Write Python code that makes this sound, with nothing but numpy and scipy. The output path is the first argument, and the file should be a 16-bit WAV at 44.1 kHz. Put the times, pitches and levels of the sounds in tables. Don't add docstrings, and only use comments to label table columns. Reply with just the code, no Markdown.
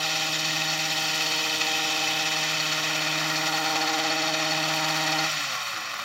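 import sys
import numpy as np
from scipy import signal
from scipy.fft import rfft, irfft, next_fast_len
from scipy.io import wavfile
from scipy.ndimage import uniform_filter1d, map_coordinates

SR = 44100
rng = np.random.default_rng(int(sys.argv[2]) if len(sys.argv) > 2 else 0)


def materialize(psi):
    bounded = np.clip(np.atleast_2d(psi).T, -1, 1)
    quanta = np.round(bounded * 32767).astype(np.int16)
    wavfile.write(sys.argv[1], SR, quanta)


N = 266737
TIME = np.arange(N) / SR

# (time [s], speed [rev/s])
CRANK_SPEED = [(0, 157.5), (2, 157), (2.7, 155.6), (3.3, 156.3), (4.2, 158), (4.7, 156.8), (5.1, 157),
               (5.25, 157), (5.35, 153), (5.4, 148.5), (5.45, 139.5), (5.6, 122), (5.8, 105), (6.05, 94)]
# (time [s], facing [dB])
FACING = [(0, -5), (.5, -6), (1.8, -4), (2.7, -0.5), (3.3, 3), (4.3, 2), (4.85, 2.3), (5.25, 4)]
# (time [s], level [dB])
BREAKUP = [(5.72, 0), (5.85, -3), (5.92, -7), (6.05, -12)]
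# (time [s], low group [dB], high group [dB])
SHELL_BEAMING = [(0, -25.5, -26.5), (.8, -29, -27), (1.2, -25, -23), (1.9, -23.5, -29.5), (2.5, -24.5, -27),
                 (3.1, -28.5, -26.5), (3.8, -31.5, -24), (4.5, -29, -23.5), (5.25, -28.5, -27)]
# (frequency [Hz], base width [Hz], level [dB])
CLUTCH_MODES = [(1110, 78, 1.5), (1216, 87, 0), (1350, 91, 0.5), (1880, 90, -9)]


def hard_firings(jitter_s=.003):
    # (time [s], hard firings [count])
    beat = [(0, .35), (.7, 12.4), (1.15, 20.1), (1.4, 24.35), (2.0, 34.73), (2.25, 38.89), (2.8, 48.44),
            (3.0, 51.8), (3.45, 59.57), (3.65, 63.16), (4.3, 74.36), (4.7, 81.27), (4.85, 84.03),
            (5.05, 87.76), (5.26, 91.3)]
    s, count = np.transpose(beat)
    due_s = np.interp(np.arange(1, count[-1]), count, s)
    return due_s + jitter_s * rng.standard_normal(200)[:len(due_s)]


def crank(hard_s, kick_hz):
    near_idle = 1 - from_db(in_time(BREAKUP)[0])
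    wander_hz = (.6 + 3.5 * near_idle + .5 * throttle_shut()) * drift(70)
    kick = surge(hard_s, rise_s=.008, fall_s=.03, lead_s=.003)
    return np.cumsum(in_time(CRANK_SPEED)[0] + kick_hz * kick + wander_hz) / SR


def firings(turns, jitter_s, uneven_db, puff_turns, noise_db):
    count = turns.astype(int)
    chance = rng.standard_normal((1200, 2))
    strength = from_db(uneven_db * chance[count, 0])
    opens = np.flatnonzero(np.diff(count)) + 1
    offsets = np.round(jitter_s * SR * chance[count[opens], 1]).astype(int)
    cracks = np.zeros(N)
    cracks[np.clip(opens + offsets, 0, N - 1)] = 1
    puffs = np.exp(-(turns % 1) / puff_turns) * rng.standard_normal(N)
    return strength * (rms_one(cracks) + from_db(noise_db) * rms_one(puffs))


def muffler(gas):
    # (frequency [Hz], width [Hz], level re input [dB])
    cavity_modes = [(805, 117, 6.5), (1078, 38, 1.5), (1415, 220, 9), (1916, 380, -2.5), (2402, 61, 0.5),
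                    (3460, 113, 1)]
    return gas + sum(from_db(db) * resonate(gas, hz, width_hz) for hz, width_hz, db in cavity_modes)


def bark(exhaust, swell):
    # (frequency [Hz], relative level [dB])
    spectrum = [(150, -31), (220, -28), (400, -76), (520, -13), (700, -3), (790, -6.5), (870, -3),
                (985, -6), (1070, -0.5), (1150, -1.5), (1400, -3.5), (1590, -5), (1720, -3), (2000, -1),
                (2260, 0.5), (2400, -1), (2900, -30)]
    level_db = engine_db(-34, per_facing=.53, shut_db=-2, db_per_octave_down=-6.5)
    return from_db(level_db + .6 * swell) * level(colour(exhaust, spectrum))


def rasp(exhaust, swell):
    # (frequency [Hz], relative level [dB])
    spectrum = [(1700, -12), (2350, -9.5), (2700, 2), (3300, 1), (4100, 1.5), (4700, -0.5), (5000, -0.5),
                (5600, 1.5), (5880, 3), (6200, -6.5), (7000, -3), (7700, -14.5), (9500, -58), (13000, -65)]
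    level_db = engine_db(-30, per_facing=-.11, shut_db=.4, db_per_octave_down=-12)
    beam_db = in_time(SHELL_BEAMING)[0]
    level_db += .12 * (beam_db - beam_db.mean())
    throb_db = .78 * swell + .6 * drift(170)
    return from_db(level_db + throb_db) * level(colour(exhaust, spectrum))


def hum(turns, hard_s):
    orders = {1: (-44, 0, 1.32, 0.6, 3, 0.5, .5), 2: (-41.5, 1.6, -0.5, -2.24, 0, 1.4, 0.95),
              3: (-48, 0.6, -1.03, .9, -0.9, 0.6, 1.1), 4: (-41.7, 1, -.1, 1.3, -.007, .6, 0.7),
              5: (-37.3, 0, 0, 1.7, .009, 1.3, 1.5), 6: (-46.4, 0.6, -0.1, -2.4, -.003, 1.15, 1.6),
              7: (-49.5, 0.6, 0, 0.5, 0.5, 1, 2.5), 8: (-50.5, .7, 0, 1, 0, 1, 0.5),
              9: (-48, 0.1, 0, 2.5, 1, 1.2, 3), 12: (-45, 0, 0, -2.5, 6, 1, 2)}
    # (time [s], lift [dB])
    wall_lift = [(0, -1.5), (.65, 2.5), (1.0, -1), (1.45, -6.5), (2.0, -4.5), (2.55, 1), (2.9, 0.5),
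                 (3.25, 3.5), (3.92, -5), (4.65, 3), (5.25, 3)]
    booms = {2: [(0, 2), (.45, 8.5), (.9, 5.5), (1.4, 2), (2.0, 2), (2.55, -2), (3.1, -1), (3.8, -3),
             (4.6, .5), (5.25, -1)], 4: [(0, 2), (1.6, 0.5), (2.6, -1.5), (3.9, -4.5), (4.35, 4), (4.9, -2),
             (5.25, -3.5)], 6: [(0, 0), (1.4, 4), (2.8, -1), (3.4, 0.5), (3.65, 5.5), (4.0, -2), (4.45, -1),
             (4.85, 6), (5.25, 1)], 9: [(0, 0), (1, 2), (1.4, -10), (3.0, 1.5), (3.25, 0), (3.9, 5),
             (4.2, -1), (5.25, -2)], 12: [(.35, -6), (.55, 7), (.8, 1), (1.3, 2), (1.6, -12), (2.3, -3),
             (3.0, -7), (3.25, 6), (3.5, -8), (4.25, -6.5), (5.2, 6)]}
    # (time [s], level [dB])
    fifth_level = [(0, -.5), (.24, -.5), (.3, -7), (.65, -3), (1.05, .5), (1.3, -3.5), (1.6, -6),
                   (1.68, 1.5), (2.4, 1.5), (2.48, -6), (3.3, -4), (3.55, 4), (3.9, 4.2), (4.5, .5),
                   (5.2, 3.3)]
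    # (time [s], pitch swing [ratio])
    fifth_swing = [(2.4, .6), (3.3, 1)]
    # (frequency [Hz], level [dB])
    coast_spectrum = [(90, -62), (120, -61.5), (150, -47), (185, -55), (240, -65), (265, -53.5), (312, -53),
                      (350, -73), (440, -86), (490, -56), (530, -51.5), (600, -51), (660, -65), (760, -47),
                      (830, -57), (930, -58), (990, -69), (1090, -47), (1160, -47), (1250, -59),
                      (1420, -52), (1580, -60), (1850, -45)]
    swell = surge(hard_s, rise_s=.006, fall_s=.009, lead_s=.002)
    speed_hz, shut = in_time(CRANK_SPEED)[0], throttle_shut()
    wall_db, facing_db, breakup_db = (in_time(rows)[0] for rows in (wall_lift, FACING, BREAKUP))
    steady_turns = np.cumsum(speed_hz) / SR
    out = 0
    for order, (db, per_facing, per_wall, throb_db, lag_s, swing, flutter_db) in orders.items():
        fifth_db = 0
        if order == 5:
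            fifth_db = in_time(fifth_level)[0]
            swing = swing * in_time(fifth_swing)[0]
        boom_db = in_time(booms[order])[0] if order in booms else 0
        open_db = db + per_facing * facing_db + per_wall * wall_db + fifth_db + boom_db
        stumble_db = 3 * drift(22)
        coast_db = np.interp(order * speed_hz, *np.transpose(coast_spectrum)) + breakup_db + stumble_db
        wobble_db = throb_db * delayed(swell, lag_s) + flutter_db * drift(70)
        wobble_db *= from_db(-.3 * fifth_db)
        swing_turns = np.cumsum(swing * np.gradient(turns - steady_turns))
        cycles = order * (steady_turns + swing_turns) + rng.random()
        gain = from_db((1 - shut) * open_db + shut * coast_db + wobble_db)
        out += gain * np.sqrt(2) * np.sin(2 * np.pi * cycles)
    return out


def thumps(hard_s, lead_s, spread_db):
    # (frequency [Hz], width [Hz], level [dB])
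    modes = [(140, 45, -21), (280, 50, -18), (630, 210, 3.5), (1300, 350, -4), (2500, 500, -2)]
    chance = rng.standard_normal((200, len(modes) + 1))[:len(hard_s)]
    thump_db = -33 + np.interp(hard_s, *np.transpose(FACING)) + 1.5 * chance[:, -1]
    out = 0
    for k, (hz, width_hz, db) in enumerate(modes):
        blows = impulses(hard_s - lead_s, from_db(thump_db + db + spread_db * chance[:, k]))
        out += resonate(blows, hz, width_hz) * SR / (2 * np.pi * width_hz)
    out -= resonate(out, hz=417, width_hz=260)
    highpass = signal.butter(4, 110, "high", fs=SR, output="sos")
    return yard(signal.sosfilt(highpass, out), sway_s=.00056)


def rumble():
    # (frequency [Hz], relative level [dB])
    spectrum = [(70, -27), (110, 7), (190, 4), (270, 3.5), (400, -2), (600, 10)]
    # (time [s], level [dB])
    lull = [(5.33, 10.5), (5.42, 4), (5.6, -6), (5.71, -6), (5.745, 11), (5.79, 7), (5.96, 5), (6.05, 9)]
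    level_db = engine_db(-63, per_facing=-.3, shut_db=.5, db_per_octave_down=4) + in_time(lull)[0]
    return from_db(level_db) * rms_one(colour(rng.standard_normal(N), spectrum))


def shell_ring(turns, swell, warble_s=.00003):
    # (frequency [Hz], width [Hz], level [dB], change on a surge [dB])
    mode_groups = [
        [(2571, 37, -13, 2.5), (2622, 32, -17, 0.5), (3032, 113, -12, -2.5), (3310, 35, -18, -1.5),
         (3670, 46, -24, -8)],
        [(4394, 52, -14, 2.5), (4503, 130, -19, 1.5)],
    ]
    knocks = firings(turns, jitter_s=.00002, uneven_db=1.5, puff_turns=1, noise_db=5.5)
    knocks = yard(knocks, sway_s=.00025)
    ring = 0
    for beam_db, modes in zip(in_time(SHELL_BEAMING), mode_groups):
        for hz, width_hz, db, swell_db in modes:
            mode = resonate(knocks, hz, width_hz) * from_db(swell_db * swell)
            ring += from_db(beam_db + db) * level(mode)
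    warbled = map_coordinates(ring, [(TIME + warble_s * swell) * SR], order=3)
    return from_db(engine_db(-.5, shut_db=-1.5, db_per_octave_down=-9)) * warbled


def shell_pings(hz=4405, spread_hz=22, rise_s=.005, gain_db=-5.5):
    # (time [s], relative peak [dB])
    pings = [(0.686, -19.5), (1.039, -24), (1.145, -19), (1.267, -28), (1.317, -21), (2.6044, -22),
             (2.716, -22), (3.4893, -19), (3.5464, -21), (3.7636, -27), (4.1015, -22), (4.1699, -22),
             (4.341, -21), (4.51, -24), (4.573, -25), (5.189, -18.5), (5.246, -23)]
    out = 0
    for (s, db), detune in zip(pings, rng.standard_normal(len(pings))):
        age = np.maximum((TIME - s) / rise_s + 1, 0)
        envelope = age * np.exp(1 - np.minimum(age, 50))
        out += from_db(db + gain_db) * envelope * np.sin(2 * np.pi * (hz + spread_hz * detune) * TIME)
    return out


def line_hiss(swell, split_hz=9700):
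    # (frequency [Hz], relative level [dB])
    spectrum = [(5000, 7), (8000, 7), (9000, 4), (10500, -4.5), (12500, 6.5), (14000, 5.5), (16000, 2)]
    # (time [s], level [dB])
    envelope = [(0, -44), (.75, -43.5), (1.05, -41.5), (1.5, -43.5), (3.2, -44.5), (3.55, -42.5),
                (4.2, -48), (4.9, -44.5), (5.3, -44.5), (5.65, -45), (5.87, -47), (6.0, -44.5)]
    # (time [s], boost [dB], half length [s])
    flares = [(4.746, 5, 0.0073), (4.764, 7, .007), (4.89, 8, 0.0057), (4.908, 4, .005), (4.964, 5, .009),
              (5.039, 6, 0.0097), (5.675, 4, .025), (5.714, 5, 0.0078), (5.945, 7, 0.0055)]
    spit = from_db(1.4 * drift(190) + .7 * drift(35) + .3 * swell)
    noise = yard(rng.standard_normal(N), sway_s=.00023)
    hiss = level(spit * colour(noise, spectrum))
    lowpass = signal.butter(2, split_hz, fs=SR, output="sos")
    low = signal.sosfilt(lowpass, signal.sosfilt(lowpass, hiss[::-1])[::-1])
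    hiss += (from_db(.48 * in_time(BREAKUP)[0]) - 1) * low
    flare_db = sum(db * np.exp(-((TIME - s) / half_s) ** 2) for s, db, half_s in flares)
    return from_db(in_time(envelope)[0] + engine_db(-1, db_per_octave_down=-5) + flare_db) * hiss


def clutch_rattle(turns):
    knocks = firings(turns, jitter_s=.00052, uneven_db=2.5, puff_turns=.15, noise_db=7)
    rings = 0
    for hz, width_hz, db in CLUTCH_MODES:
        first_pass = resonate(knocks, hz, 2 * width_hz)
        rings += from_db(db) * level(resonate(first_pass, hz, 2 * width_hz))
    level_db = engine_db(-44, per_facing=.63, shut_db=-.5, db_per_octave_down=3)
    return from_db(level_db) * level(yard(rings, sway_s=.000078))


def clutch_clacks(gain_db=8.5, damping=1.14):
    # (time [s], level [dB])
    strikes = [(5.553, -1), (5.732, -4), (5.776, -12), (5.916, -8), (5.941, -3), (5.978, -8.5),
               (5.993, -2.5), (6.042, -6)]
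    strike_s, strike_db = np.transpose(strikes)
    blows = impulses(strike_s, from_db(strike_db))
    rings = sum(from_db(db) * resonate(blows, hz, damping * width) for hz, width, db in CLUTCH_MODES)
    return from_db(gain_db) * yard(rings, sway_s=.00012)


def chinks(width_hz=102):
    # (time [s], frequency [Hz], peak [dB])
    hits = [(5.067, 9000, -38), (5.319, 7700, -30), (5.776, 10100, -40)]
    rings = sum(resonate(impulses(s, from_db(db)), hz, width_hz) for s, hz, db in hits)
    return rings * SR / (2 * np.pi * width_hz)


def yard(x, sway_s):
    # (delay [s], level [dB])
    echoes = [(0.01, -22.5), (0.019, -22), (0.0316, -14.5), (0.057, -8), (.083, -11.5)]
    x = x + sum(from_db(db) * delayed(x, s + sway_s * drift(1.2)) for s, db in echoes)
    return x + from_db(-8.5) * delayed(x, delay_s=.001585)


def scatter(x):
    for lag_samples in (59, 97, 151):
        loop = np.r_[1, np.zeros(lag_samples - 1), -.6]
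        x = signal.lfilter(loop[::-1], loop, x)
    return x


def outdoor_air(level_db=-55):
    # (frequency [Hz], relative level [dB])
    spectrum = [(20, -39), (50, -24), (75, -7), (105, -6), (180, 10), (400, -16), (1500, -2), (8000, -25)]
    return from_db(level_db) * rms_one(colour(rng.standard_normal(N), spectrum))


def throttle_shut(release_s=5.245, closing_s=.065):
    return np.clip((TIME - release_s) / closing_s, 0, 1)


def engine_db(base_db, per_facing=0, shut_db=0, db_per_octave_down=0):
    speed_hz = in_time(CRANK_SPEED)[0]
    slowing_db = db_per_octave_down * np.log2(speed_hz[0] / speed_hz)
    return base_db + per_facing * in_time(FACING)[0] + shut_db * throttle_shut() + slowing_db


def surge(hard_s, rise_s, fall_s, lead_s, vigour=1):
    swell = impulses(hard_s - lead_s, vigour)
    for tau_s in (rise_s, fall_s):
        swell = signal.lfilter([1], [1, -np.exp(-1 / (tau_s * SR))], swell)
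    return rms_one(swell - uniform_filter1d(swell, size=SR // 9))


def impulses(times_s, gains):
    clicks = np.full(N, 1e-18)
    clicks[np.clip((np.asarray(times_s) * SR).astype(int), 0, N - 1)] = gains
    return clicks


def resonate(x, hz, width_hz):
    r = np.exp(-np.pi * width_hz / SR)
    feedback = [1, -2 * r * np.cos(2 * np.pi * hz / SR), r * r]
    return signal.lfilter(np.array([1, 0, -1]) * (1 - r * r) / 2, feedback, x)


def colour(x, spectrum):
    size = next_fast_len(N + 8192)
    hz, db = np.transpose(spectrum)
    bins_hz = np.maximum(np.arange(size // 2 + 1) * SR / size, 1)
    gain_db = np.interp(np.log(bins_hz), np.log(hz), db, left=-70, right=-70)
    return irfft(rfft(x, size) * from_db(gain_db), size)[:N]


def delayed(x, delay_s):
    return np.interp(np.arange(N) - np.round(delay_s * SR), np.arange(N), x, left=0)


def drift(rate_hz):
    knots = rng.standard_normal(20000)
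    return rms_one(map_coordinates(knots, [TIME * rate_hz], order=3, mode="wrap"))


def in_time(rows):
    s, *columns = np.transpose(rows)
    return [np.interp(TIME, s, column) for column in columns]


def level(x):
    return x / np.sqrt(uniform_filter1d(x * x, size=SR // 7) + 1e-12)


def rms_one(x):
    return x / np.sqrt(np.mean(x ** 2) + 1e-20)


def from_db(db):
    return 10 ** (np.asarray(db) / 20)


def scene():
    hard_s = hard_firings()
    turns = crank(hard_s, kick_hz=1.9)
    vigours = from_db(2 * rng.standard_normal((200, 2)))[:len(hard_s)]
    mid_swell, treble_swell = (surge(hard_s, rise_s=.005, fall_s=.015, lead_s=.006, vigour=vigour)
                               for vigour in vigours.T)
    gas = firings(turns, jitter_s=.00005, uneven_db=2, puff_turns=.7, noise_db=4)
    exhaust = scatter(yard(muffler(gas), sway_s=.00025))
    roar = bark(exhaust, mid_swell) + rasp(exhaust, treble_swell) + rumble()
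    shell = shell_ring(turns, treble_swell) + shell_pings()
    air = outdoor_air()
    engine = roar + shell + hum(turns, hard_s) + thumps(hard_s, lead_s=.00106, spread_db=2.5)
    return engine + line_hiss(treble_swell) + clutch_rattle(turns) + clutch_clacks() + chinks() + air


def record(dry):
    cutoff_hz = 15750
    return signal.sosfilt(signal.ellip(12, .1, 85, cutoff_hz, fs=SR, output="sos"), dry)


dry = scene()
out = record(dry)
materialize(out)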